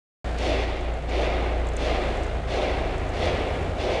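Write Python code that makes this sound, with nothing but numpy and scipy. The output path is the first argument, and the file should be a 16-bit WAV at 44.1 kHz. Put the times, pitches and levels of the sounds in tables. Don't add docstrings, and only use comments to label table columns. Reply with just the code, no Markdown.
import sys
import numpy as np
from scipy import signal
from scipy.fft import rfft, irfft, next_fast_len
from scipy.io import wavfile
from scipy.ndimage import map_coordinates

SR = 44100
rng = np.random.default_rng(int(sys.argv[2]) if len(sys.argv) > 2 else 0)


def generate_wav(sig):
    pcm = np.round(np.clip(np.atleast_2d(sig).T, -1, 1) * 32767).astype(np.int16)
    wavfile.write(sys.argv[1], SR, pcm)


N = 176400

# time_s, firing_hz, fundamental_db, overtones_db
ENGINE_RUN = [(.26, 28.44, -41, -46.5), (.95, 26.52, -37.5, -43), (1.5, 29.33, -33.5, -48),
              (2.0, 31.2, -31, -41.5), (2.5, 33.86, -41, -40), (3.0, 35.72, -32, -46),
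              (3.55, 37.5, -37.5, -39), (4.0, 37.88, -38, -45)]
# firing_multiple, gain_db
ENGINE_ORDERS = [(2, 2.5), (3, -19), (4, -10.5), (5, -21.5)]
# frequency_hz, density_db
RUMBLE_SPECTRUM = [(15, -3), (28, -1.5), (48, 4), (90, 1.5), (160, -4), (230, -13), (500, -14.5),
                   (2000, -54)]
# time_s, shaft_hz, firing_tone_db, overtones_db
DRIVE_RUN = [(.26, 28.7, -26, -39.5), (.75, 28.91, -30, -44), (1.2, 28.72, -28, -50.5),
             (1.65, 28.64, -26.5, -42), (2.1, 28.6, -30, -40), (2.8, 28.53, -32, -39.5),
             (3.3, 28.56, -35, -38), (4.0, 28.5, -35.5, -38)]
# shaft_multiple, gain_db
SHAFT_ORDERS = [(3, 0.5), (4, -7), (5, -12.5), (6, -13.5)]
# frequency_hz, density_db
CLATTER_SPECTRUM = [(100, -12), (250, 0.5), (400, -2), (720, 2.5), (920, -9.5), (1600, -10), (2300, -14),
                    (3600, -19.5), (5500, -29.5), (7000, -30), (10000, -38.5), (13500, -42.5)]
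# time_s, level_db
CLATTER_ENVELOPE = [(.25, -32.5), (.6, -37), (1.03, -38.5), (1.4, -36.5), (1.7, -37), (2.1, -32.5),
                    (2.45, -37), (2.9, -35), (3.6, -33), (4.0, -38.5)]
# start_s, relative_peak_db
LANDINGS = [(0.386, -34), (.452, -40), (.809, -44), (.842, -47), (.939, -43), (1.023, -50), (1.094, -40),
            (1.6692, -38), (1.6878, -33.5), (1.7351, -43), (1.7668, -29), (2.1712, -41), (2.2345, -35),
            (2.243, -43), (2.266, -42), (2.9812, -39), (3.092, -41), (3.256, -35)]
# frequency_hz, density_db
TICK_SPECTRUM = [(3000, -37), (5700, -11), (6400, -1.5), (7250, -1.5), (7900, -7), (8400, -5.5),
                 (10000, -23), (13500, -12.5)]
# start_s, drum_gain_db, spray_gain_db, duration_ratio, spray_tilt_db_per_octave
SALT_BATCHES = [(0.373, -0.5, 0, 0.95, 1.5), (1.08, 0, -1.86, 1.13, -1.1), (1.77, 0, -1, 0.99, 0.2),
                (2.471, 1, -1.5, 1.07, 0), (3.13, 0.55, -1.9, 1.09, 0), (3.775, 1.5, -1, 1.05, 0.5)]
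# frequency_hz, bandwidth_hz, gain_db
CHUTE_MODES = [(286, 36, -7), (369.2, 15, 2.5), (411, 33, -3), (458, 14.7, 0), (505.7, 18, 2),
               (611, 20.3, 1.5), (656.6, 15, 2.5), (744, 77, -4.5), (1206, 12, -16), (1237, 10, -17)]
# frequency_hz, density_db
THUD_SPECTRUM = [(100, -29), (180, -10), (330, 0), (600, 0.5), (770, -1), (900, -9.5), (1300, -19.5),
                 (1800, -22), (4000, -74.5)]
# frequency_hz, density_db
SPRAY_SPECTRUM = [(500, -4.5), (1000, -2), (1350, -4), (1720, -5.5), (2050, 2.5), (3100, -2), (4300, -8),
                  (5900, -16), (7500, -24.5), (10000, -32), (13500, -36)]
# frequency_hz, gain_db
MIC_RESPONSE = [(10000, 0), (10550, -5), (10950, -19), (11600, -9), (12200, -9), (13000, -15), (13700, -24)]


def amp(db):
    return 10 ** (np.asarray(db) / 20)


def unit(x):
    return x / np.sqrt(np.mean(x ** 2) + 1e-20)


def clock():
    return np.arange(N) / SR


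def curves(rows):
    times, *columns = np.transpose(rows)
    return [np.interp(clock(), times, column) for column in columns]


def wobble(knots_per_s):
    return map_coordinates(rng.standard_normal(2048), [clock() * knots_per_s], mode="wrap")


def filtered(x, response):
    size = next_fast_len(N + SR // 2)
    return irfft(rfft(x, size) * response(np.fft.rfftfreq(size, 1 / SR)), size)[:N]


def coloured(x, spectrum):
    knots_hz, db = np.transpose(spectrum)
    return unit(filtered(x, lambda hz: amp(np.interp(np.log(hz + 1), np.log(knots_hz), db))))


def impacts(per_s, spread_db):
    hits = rng.random(N) < per_s / SR
    return unit(hits * np.sign(rng.standard_normal(N)) * amp(spread_db * rng.standard_normal(N)))


def harmonics(cycles, orders, waver_db):
    return np.sqrt(2) * sum(
        amp(db + waver_db * wobble(8.3)) * np.sin(2 * np.pi * (order * cycles + rng.random()))
        for order, db in orders)


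def truck_engine():
    firing_hz, fundamental_db, overtones_db = curves(ENGINE_RUN)
    cycles = np.cumsum(firing_hz) / SR
    fundamental = amp(fundamental_db) * harmonics(cycles, [(1, 0)], waver_db=2.5)
    overtones = amp(overtones_db) * harmonics(cycles, ENGINE_ORDERS, waver_db=4.0)
    rumble = amp(-40.5) * coloured(rng.standard_normal(N), RUMBLE_SPECTRUM)
    return fundamental + overtones + rumble


def spreader_drive(hum_hz=152.6):
    shaft_hz, firing_db, overtones_db = curves(DRIVE_RUN)
    turns = np.cumsum(shaft_hz) / SR
    firing = amp(firing_db) * harmonics(turns, [(2, 0)], waver_db=0.2)
    overtones = amp(overtones_db) * harmonics(turns, SHAFT_ORDERS, waver_db=3.1)
    hum = amp(-48.5) * harmonics(hum_hz * clock(), [(1, 0)], waver_db=2.0)
    accent = 0.32 * np.cos(np.pi * turns)
    pulses = np.exp(0.165 * (np.cos(4 * np.pi * turns) + accent))
    clatter_db, = curves(CLATTER_ENVELOPE)
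    clatter = amp(clatter_db) * coloured(pulses * rng.standard_normal(N), CLATTER_SPECTRUM)
    return firing + overtones + hum + clatter


def stray_grains(t60_s=0.024):
    t = clock()
    envelope = sum((t >= start) * amp(db - 60 * np.abs(t - start) / t60_s) for start, db in LANDINGS)
    return amp(-5) * envelope * coloured(rng.standard_normal(N), TICK_SPECTRUM)


def salt_flow(t, gain_column, rise_s, hold_s, fall_db_per_s, rise_power, octaves=0):
    power = 0
    for batch in SALT_BATCHES:
        start_s, _, _, duration_ratio, tilt = batch
        age = np.maximum(t - start_s, 0) / duration_ratio
        rise = np.minimum(age / rise_s, 1) ** rise_power
        decay_db = fall_db_per_s * np.maximum(age - rise_s - hold_s, 0)
        power = power + (rise * amp(batch[gain_column] + tilt * octaves - decay_db)) ** 2
    return np.sqrt(power)


def chute_response(hz):
    return sum((-1) ** k * amp(db) * 1j * hz * width / (mode_hz ** 2 - hz ** 2 + 1j * hz * width)
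               for k, (mode_hz, width, db) in enumerate(CHUTE_MODES))


def chute_drumming():
    ring = unit(filtered(impacts(per_s=2000, spread_db=2), chute_response))
    thud = coloured(impacts(per_s=3000, spread_db=2), THUD_SPECTRUM)
    swell = salt_flow(clock(), gain_column=1, rise_s=0.11, hold_s=0.026,
                      fall_db_per_s=22.5, rise_power=0.58)
    return amp(-27 + 0.32 * wobble(27.88)) * swell * unit(thud + amp(1) * ring)


def steel_body(x, t60_s=0.16):
    t = np.arange(SR // 8) / SR
    tail = rng.standard_normal(len(t)) * amp(-60 * t / t60_s)
    return x + amp(-9) * signal.fftconvolve(x, tail / np.linalg.norm(tail))[:N]


def salt_spray(reference_hz=2940):
    grains = coloured(steel_body(impacts(per_s=6000, spread_db=1.0)), SPRAY_SPECTRUM)
    hz, t, bands = signal.stft(grains, SR, nperseg=256)
    ratio = np.clip(hz, 800, 7000)[:, None] / reference_hz
    stretch = ratio ** -0.42
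    fall_db_per_s = 35 * ratio ** 0.55
    swell = salt_flow(t, gain_column=2, rise_s=0.11 * stretch, hold_s=0.063 * stretch,
                      fall_db_per_s=fall_db_per_s, rise_power=0.43, octaves=np.log2(ratio))
    _, swish = signal.istft(bands * swell, SR, nperseg=256)
    return amp(-32 + 0.89 * wobble(30)) * swish[:N]


def scene():
    return (truck_engine() + spreader_drive() + stray_grains() + chute_drumming() + salt_spray())[None]


def record(dry):
    start_s, cutoff_hz = 0.2445, 13700
    response = lambda hz: amp(np.interp(hz, *np.transpose(MIC_RESPONSE))) * (hz < cutoff_hz)
    return filtered(dry[0] * (clock() >= start_s), response)[None]


dry = scene()
out = record(dry)
generate_wav(out)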